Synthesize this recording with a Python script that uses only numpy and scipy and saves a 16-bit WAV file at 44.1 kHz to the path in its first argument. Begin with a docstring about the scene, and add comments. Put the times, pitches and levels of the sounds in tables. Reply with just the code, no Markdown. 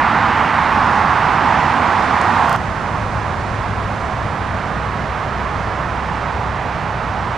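"""Tyre roar from a busy road, heard through trees at two places in a wood; moving air makes it waver.
River bank: a car's exhaust note, rising hiss of rapids, a twig ticking underfoot.
The sound freezes briefly, clicks at the seams and jumps to a power-line clearing further from the road.
Clearing: two trucks drone under a softer roar; a dying breeze stirs the leaves."""
import sys
import numpy as np
from scipy import signal
from scipy.fft import rfft, irfft, next_fast_len
from scipy.io import wavfile
from scipy.ndimage import map_coordinates

SR = 44100
rng = np.random.default_rng(int(sys.argv[2]) if len(sys.argv) > 2 else 0)


def wav_out(sig):
    """Save sig, one row per channel (or a flat mono array), as 16-bit PCM at SR to the path in sys.argv[1]."""
    wavfile.write(sys.argv[1], SR, np.round(np.clip(np.atleast_2d(sig).T, -1, 1) * 32767).astype(np.int16))


N = 325017
TIME_S = np.arange(N) / SR

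# Road spectra; soft ground absorbs 300-550 Hz: f/Hz, base density/(dB re 1/Hz), pan L-R/dB
BANK_ROAD_SPECTRUM = [(25,-62,3), (45,-56,3), (75,-47,2), (130,-49,-0.5), (250,-50,-6.5), (395,-57,-9),
                      (578,-55,-9), (836,-42.5,-5.5), (1094,-44,-6), (1441,-49.0,-7), (1907,-53,-5),
                      (3075,-66,-4.5), (5460,-78.5,-4.5), (11000,-98,-2.4)]
CLEARING_ROAD_SPECTRUM = [(25,-54,0), (60,-46.5,4.5), (100,-44.5,3.5), (144,-48,-1), (201,-53.5,-11.5),
                          (294,-60,-7), (542,-57.5,-3.5), (730,-53.5,-5.5), (1040,-53,-8), (1907,-62,-7.5),
                          (3110,-74,-6), (4290,-79.5,-4.5), (5980,-86,-3.5), (10500,-102.7,0.1)]
# Diffuse hiss spectra: f/Hz, base density/(dB re 1/Hz)
RAPIDS_SPECTRUM = [(30, -75), (180, -62.5), (450, -80), (900, -63), (2000, -77), (4300, -85), (6200, -84),
                   (11000, -99)]
LEAF_SPECTRUM = [(30, -77), (180, -66.5), (450, -74.5), (900, -70), (2000, -85), (4300, -90.5),
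                 (6200, -87.5), (11000, -100)]
# Exhaust tones: nearest t/s, time to -3 dB/s, firing f/Hz, glide/(Hz/s), wander/Hz,
# level/dB, relative octave level/dB, pan L-R/dB
ENGINE_PASSES = [(.45, 0.7, 227, -7.5, 1.07, -35, -15, -6), (3.95, 1.2, 102.3, -1.5, 2.2, -30.5, -9.5, 2),
                 (6.5, 3, 63.23, .5, 1.186, -33.5, -8.5, 3)]
# Fibre breaks in a dry twig: t/s, level/dB, f/Hz, t60/s
TWIG_BREAKS = [(2.2142, -23, 7000, 0.0046), (2.2145, -31, 10500, .003), (2.2153, -21, 4600, .004),
               (2.2163, -31, 8600, .006)]

FREEZE_S, BLOCK_S = 2.4946, 1 / 30
MIC_CUTOFF_HZ, OUTPUT_CUTOFF_HZ = 10800, 14400


def road(spectrum, tyre_db, tread_db, rumble_db, waver_db):
    """Tyres and engines merge into one roar; moving air makes each band waver."""
    roar = np.zeros((2, N))
    for hz, band in noise_bands(spectrum):
        engine_share = 1 / (1 + (hz / 150) ** 4)
        tread_share = 1 / (1 + (1150 / hz) ** 6) / (1 + (hz / 2700) ** 4)
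        gain_db = engine_share * rumble_db + (1 - engine_share) * tyre_db + tread_share * tread_db
        _, pan_db = spectrum_at(spectrum, hz)
        roar += band * undb(gain_db + waver_db * drift(rate_hz=5)) * pan(pan_db)
    return roar


def engine(nearest_s, passing_s, firing_hz, glide_hz_per_s, wander_hz, level_db, octave_db, pan_db):
    """Far exhaust passing by: only the firing tone and its octave carry, falling as 1/distance."""
    since_s = TIME_S - nearest_s
    relative_distance = np.hypot(1, since_s / passing_s)
    pitch_hz = firing_hz + glide_hz_per_s * since_s + wander_hz * drift(rate_hz=8)
    phase = 2 * np.pi * np.cumsum(pitch_hz) / SR
    tone = np.sin(phase) + undb(octave_db) * np.sin(2 * phase)
    air_fading_db = 2.6 * drift(rate_hz=6)
    return np.sqrt(2) * tone / relative_distance * undb(level_db + air_fading_db) * pan(pan_db)


def hiss(spectrum, gain_db, flicker_db):
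    """Countless splashes or leaves all round: flickering bands, left and right uncorrelated."""
    channels = np.zeros((2, N))
    for channel in channels:
        for _, band in noise_bands(spectrum):
            channel += band * undb(flicker_db * drift(rate_hz=20))
    return channels * undb(gain_db)


def twig(pan_db):
    """Dry fibres break in turn, each ringing for a few ms."""
    tick = np.zeros(N)
    for start_s, level_db, ring_hz, t60_s in TWIG_BREAKS:
        age_s = np.maximum(TIME_S - start_s, 0)
        decay = undb(-60 * np.minimum(age_s / t60_s, 10))
        tick += undb(level_db) * np.sin(2 * np.pi * ring_hz * age_s) * decay
    return tick * pan(pan_db)


def river_bank():
    """Near road, one car, rapids, twig."""
    # A fast vehicle draws away: tread hiss fades, the duller roar builds.
    traffic = road(BANK_ROAD_SPECTRUM, tyre_db=ramp(-0.79, db_per_s=0.6),
                   tread_db=ramp(3, db_per_s=-2.5), rumble_db=0.2, waver_db=0.8)
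    shift_db, shift_s = 1.1, 1.4  # the roar shifts rightward at the start
    traffic *= pan(shift_db * np.maximum(1 - TIME_S / shift_s, 0))
    car = sum(engine(*row) for row in ENGINE_PASSES if row[0] < FREEZE_S)
    rapids = hiss(RAPIDS_SPECTRUM, ramp(-3, db_per_s=2.4), flicker_db=2.5)
    return traffic + car + rapids + twig(pan_db=-2)


def clearing():
    """Far road, slowly brightening; two trucks; leaves in a dying breeze."""
    traffic = road(CLEARING_ROAD_SPECTRUM, tyre_db=0.05,
                   tread_db=ramp(-0.6, db_per_s=0.22, start_s=FREEZE_S),
                   rumble_db=ramp(-2.5, db_per_s=-0.1, start_s=FREEZE_S), waver_db=0.45)
    trucks = sum(engine(*row) for row in ENGINE_PASSES if row[0] > FREEZE_S)
    leaves = hiss(LEAF_SPECTRUM, ramp(3, db_per_s=-1.44, start_s=FREEZE_S), flicker_db=0.5)
    return traffic + trucks + leaves


def freeze_and_cut(before, after, click_step, repeats=2):
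    """The last block repeats before the change of place; each seam is a waveform step that clicks."""
    block, reach = int(BLOCK_S * SR), SR // 500
    candidates = int(FREEZE_S * SR) + np.arange(-reach, reach)
    steps = abs(before[:, candidates - 1] - before[:, candidates - block]).mean(axis=0)
    seam = candidates[np.argmin(abs(steps - click_step))]
    stutter = np.tile(before[:, seam - block:seam], repeats)
    return np.hstack([before[:, :seam], stutter, after[:, seam + repeats * block:]])


def microphone(sound):
    """Rounds the highest peaks, loses the top treble."""
    rounded = sound / (1 + (sound / 0.92) ** 10) ** (1 / 10)
    return low_pass(rounded, MIC_CUTOFF_HZ)


def noise_bands(spectrum, count=18, lowest_hz=30):
    """Shaped noise in overlapping half-octave bands; yields (centre f/Hz, signal)."""
    size = next_fast_len(N, True)
    hz = np.maximum(np.fft.rfftfreq(size, 1 / SR), 1)
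    density_db = spectrum_at(spectrum, hz)[0]
    bins = rfft(rng.standard_normal(size)) * np.sqrt(SR / 2) * undb(density_db)
    bins *= hz ** 2 / (hz ** 2 + 10 ** 2)  # 10 Hz high-pass
    band_position = np.clip(2 * np.log2(hz / lowest_hz), 0, count - 1)
    for k in range(count):
        weight = np.maximum(1 - abs(band_position - k), 0)
        yield lowest_hz * 2 ** (k / 2), irfft(bins * weight, size)[:N]


def spectrum_at(spectrum, hz):
    """The dB columns, interpolated over log frequency."""
    knots_hz, *columns = np.transpose(spectrum)
    return [np.interp(np.log(hz), np.log(knots_hz), column) for column in columns]


def drift(rate_hz):
    """Smooth random curve, spread near 1."""
    knots = rng.standard_normal(int(N / SR * rate_hz) + 4)
    grid_s = np.linspace(0, N / SR, 2048)
    curve = map_coordinates(knots, [grid_s * rate_hz + 1], order=3)
    return np.interp(TIME_S, grid_s, curve)


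def ramp(start_db, db_per_s, start_s=0):
    """Level in dB: held until start_s, then a steady slope."""
    return start_db + db_per_s * np.maximum(TIME_S - start_s, 0)


def pan(left_minus_right_db):
    """Left and right gains."""
    return undb(np.array([[1], [-1]]) * left_minus_right_db / 2)


def undb(db):
    """dB to gain."""
    return 10 ** (np.asarray(db) / 20)


def low_pass(sound, cutoff_hz):
    """Steep zero-phase treble cut."""
    sections = signal.ellip(8, 0.05, 50, cutoff_hz, fs=SR, output="sos")
    return signal.sosfiltfilt(sections, sound)


def scene():
    """River bank, freeze, clearing."""
    return freeze_and_cut(microphone(river_bank()), microphone(clearing()), click_step=0.42)


def record(dry):
    """Band-limits the seam clicks."""
    return low_pass(dry, OUTPUT_CUTOFF_HZ)


dry = scene()
out = record(dry)
wav_out(out)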